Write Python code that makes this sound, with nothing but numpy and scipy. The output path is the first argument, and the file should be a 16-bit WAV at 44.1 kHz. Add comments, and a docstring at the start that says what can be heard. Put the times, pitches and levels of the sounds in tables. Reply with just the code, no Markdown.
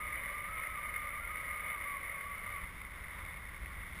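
"""Kite camera over a lake

Wind streams past a small cased camera under a kite, ringing the hollows of the case and buffeting it.
A thin whistle, probably from an edge or a line, wavers until the camera swings round and the rush drops.
Faint ticks hit the case, water washes dully below, and something rustles briefly at the end.
The camera's low sample rate adds a glassy sheen."""
import sys
import numpy as np
from scipy import signal
from scipy.fft import rfft, irfft
from scipy.io import wavfile
from scipy.ndimage import map_coordinates

SR = 44100
rng = np.random.default_rng(int(sys.argv[2]) if len(sys.argv) > 2 else 0)


def unload_wav(signal):
    """Save mono or channel-first audio to the path in sys.argv[1] as 16-bit WAV at rate SR, clipped to [-1, 1]."""
    wavfile.write(
        sys.argv[1],
        SR,
        np.round(np.clip(np.atleast_2d(signal).T, -1, 1) * 32767).astype(np.int16),
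    )


N = 176400

# Resonant hollows of the case: f/Hz, width/Hz, relative level facing the wind/dB, turned away/dB
HOLLOWS = [(568, 184, -17, -19.5), (1136, 315, -10.5, -6.5), (1644, 740, -13.5, -9),
           (1972, 267, -6.5, -3.5), (2140, 210, -0.46, -2), (2970, 150, -23.5, -28),
           (3555, 330, -23.5, -17.5)]


def rush():
    """Fluttering, eddying air rings the hollows; their balance shifts as the camera turns."""
    # Air flow over the case: t/s, level/dB
    flow = [(0, -45.3), (.17, -42), (.45, -43.7), (.63, -42.3), (.88, -44), (1, -43.5), (1.5, -44.4),
            (1.68, -41.7), (2, -45.2), (2.3, -45.9), (2.643, -43.8), (2.657, -51.8), (3, -51.6),
            (3.1, -48.5), (3.35, -49.6), (3.55, -53.2), (3.68, -50), (4, -51.3)]
    turn_s, turn_length_s = 2.65, 0.026
    flutter_db, flutter_hz, eddy_db, eddy_hz = 0.67, 22.44, 1.14, 167.7
    turned = np.clip((np.arange(N) / SR - turn_s) / turn_length_s + .5, 0, 1)
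    gusts = undb(flutter_db * wander(flutter_hz) + eddy_db * wander(eddy_hz))
    out = 0
    for hz, width, facing_db, away_db in HOLLOWS:
        hollow = unit(ring(gusts * rng.standard_normal(N), hz, width))
        out += hollow * undb(facing_db + (away_db - facing_db) * turned)
    return out * undb(curve(flow))


def whistle():
    """Shed vortices sing one tone that breaks upward now and then and dies as the camera turns."""
    # Wavering main note: t/s, f/Hz, relative level/dB
    note = [(0, 1234, -41.5), (.15, 1220, -45.5), (.23, 1145, -50.5), (.35, 1202, -43), (.47, 1199, -43.5),
            (.51, 1292, -43), (.73, 1280, -44.5), (.78, 1183, -42), (.94, 1242, -45), (.99, 1201, -43.5),
            (1.19, 1192, -41.5), (1.31, 1248, -41), (1.43, 1272, -49), (1.53, 1200, -43), (1.69, 1245, -45),
            (1.76, 1170, -43.5), (1.95, 1143, -41), (2.0, 1087, -47.5), (2.07, 1181, -47),
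            (2.19, 1114, -47), (2.3, 1140, -42.5), (2.41, 1113, -46), (2.5, 1219, -47), (2.58, 1126, -41.5),
            (2.63, 1081, -58)]
    # Breaks to a higher, weaker note: centre t/s, length/s, f/Hz, relative level/dB
    breaks = [(0.198, 0.041, 1280, -69), (1.109, 0.034, 1355, -50), (1.245, 0.084, 1390, -47.5),
              (1.819, 0.049, 1290, -48), (2.103, 0.053, 1295, -52), (2.377, 0.061, 1283, -50.5)]
    gain_db, crossfade_s, end_s, release_s = -3.77, 0.017, 2.63, 0.033
    t = np.arange(N) / SR
    out = vortex_tone(curve(note)) * undb(curve(note, column=2))
    for centre, length, hz, db in breaks:
        blend = np.clip((length / 2 - np.abs(t - centre)) / crossfade_s + .5, 0, 1)
        out = (1 - blend) * out + blend * vortex_tone(hz) * undb(db)
    release = np.clip(1 - (t - end_s) / release_s, 0, 1)
    return out * undb(gain_db) * release


def vortex_tone(hz):
    """The whistle's voice: a sine of rms 1, unsteady in pitch and level."""
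    pitch_jitter, flutter_db = 0.0162, 1.5
    pitch = hz * (1 + pitch_jitter * wander(hz=140))
    phase = 2 * np.pi * np.cumsum(pitch) / SR
    return unit(np.sin(phase) * undb(flutter_db * wander(hz=90)))


def buffet():
    """Low gusts press on the case and make it rumble."""
    # Strength of the buffeting: t/s, relative level/dB
    strength = [(0, -51.5), (0.7, -52.5), (1.05, -53), (1.25, -50.5), (1.7, -55.9), (2.2, -53), (2.62, -52),
                (2.8, -51), (3.3, -49.5), (3.54, -49.5), (3.64, -51), (4.0, -48.5)]
    # Rumble spectrum: f/Hz, relative level/dB
    colour = [(12, -14), (25, -1.5), (45, 1), (62, 2), (90, -5.5), (120, -13), (150, -15), (175, -10),
              (205, -20), (300, -26.5), (420, -32.5), (800, -27), (2000, -64)]
    gain_db, gust_db = -0.5, 1.1
    return noise(colour) * undb(curve(strength) + gain_db + gust_db * wander(hz=7.1))


def thumps():
    """Large eddies each rock the air at the case for a few slow cycles."""
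    # Heavy buffets: t/s, envelope peak/dB
    eddies = [(1.229, -44), (2.63, -43), (3.615, -37), (3.776, -42)]
    pitch_hz, rise_s = 50, 0.01
    out = 0
    for onset, db in eddies:
        age = np.maximum(np.arange(N) / SR - onset, 0)
        envelope = age / rise_s * np.exp(1 - age / rise_s)
        out += undb(db) * envelope * np.sin(2 * np.pi * pitch_hz * age)
    return out


def ticks():
    """Small, sharp hits ring the case near its strongest hollow."""
    # Hits on the case: t/s, peak level/dB
    hits = [(.155, -30), (.257, -33), (.634, -33), (.961, -33), (1.356, -34.5), (1.682, -39), (2.555, -53),
            (2.849, -41), (3.081, -35.5), (3.326, -44), (3.658, -36)]
    decay_s = 0.0024
    t = np.arange(SR // 20) / SR
    out = np.zeros(N)
    for onset, db in hits:
        burst = rng.standard_normal(len(t)) * np.exp(-t / decay_s)
        tick = ring(burst, hz=2055, width=340)
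        start = int(onset * SR)
        out[start:start + len(t)] += tick / np.abs(tick).max() * undb(db)
    return out


def wash():
    """Choppy water and distant air, muffled by the case."""
    # Dull wash spectrum: f/Hz, relative level/dB
    colour = [(100, 11), (400, 3), (800, -3), (1400, 9), (2400, -1), (3200, -2), (4200, -11.5),
              (5600, -10.5)]
    level_db, flicker_db = -55.5, 1
    return noise(colour) * undb(level_db + flicker_db * wander(hz=24.93))


def patter():
    """Fine random taps, probably spray, ring all the hollows."""
    taps_per_s, level_db, spread_db = 39, -58.5, 2.5
    onsets = rng.random(N) < taps_per_s / SR
    taps = onsets * undb(spread_db * np.minimum(rng.exponential(size=N), 4))
    ringing = sum(undb(db) * ring(taps, hz, width) for hz, width, db, _ in HOLLOWS)
    return unit(ringing) * undb(level_db)


def rustle():
    """A brief, grainy brush near the case, perhaps a sleeve."""
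    # Bright brushing spectrum: f/Hz, relative level/dB
    colour = [(1500, -25), (2800, -6), (3500, 9), (4200, -7), (5600, -6)]
    centre_s, half_width_s, level_db, grain_db = 3.965, 0.039, -61, 3.3
    swell = np.exp(-((np.arange(N) / SR - centre_s) / half_width_s) ** 2)
    return noise(colour) * swell * undb(level_db + grain_db * wander(hz=150))


def undb(db):
    """Decibels to gain."""
    return 10 ** (np.asarray(db) / 20)


def unit(x):
    """Scale to a standard deviation of 1."""
    return x / np.std(x)


def curve(table, column=1):
    """One column of a table, joined by straight lines in time."""
    rows = np.array(table)
    return np.interp(np.arange(N) / SR, rows[:, 0], rows[:, column])


def wander(hz):
    """Smooth random modulation through hz points a second, spread 1."""
    position = np.arange(N) / SR * hz
    return unit(map_coordinates(rng.standard_normal(8192), [position], order=2, mode="wrap"))


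def noise(colour):
    """Noise of rms 1, its spectrum drawn through points of f/Hz, level/dB."""
    hz, db = np.array(colour).T
    f = np.arange(N // 2 + 1) * SR / N + 1e-3
    gain = undb(np.interp(np.log(f), np.log(hz), db))
    return unit(irfft(rfft(rng.standard_normal(N)) * gain, N))


def ring(x, hz, width):
    """A resonance applied twice for steep skirts; width is in Hz, for one pass."""
    b, a = signal.iirpeak(hz, hz / width, fs=SR)
    return signal.lfilter(b, a, signal.lfilter(b, a, x))


def scene():
    """All layers meet at the camera's one microphone."""
    return (rush() + whistle() + buffet() + thumps() + wash() + patter() + ticks() + rustle())[None]


def record(dry):
    """The camera samples slowly and holds each value, which mirrors the sound into the treble."""
    sample_hz, hold_count, input_top_hz, output_top_hz = 12000, 4, 5780, 15250
    input_lowpass = signal.butter(40, input_top_hz, fs=SR, output="sos")
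    output_lowpass = signal.ellip(12, .1, 80, output_top_hz, fs=SR, output="sos")
    band = signal.sosfilt(input_lowpass, dry)
    sampled = signal.resample(band, N * sample_hz // SR, axis=1)
    held = np.repeat(sampled, hold_count, axis=1)
    return signal.sosfilt(output_lowpass, signal.resample(held, N, axis=1))


dry = scene()
out = record(dry)
unload_wav(out)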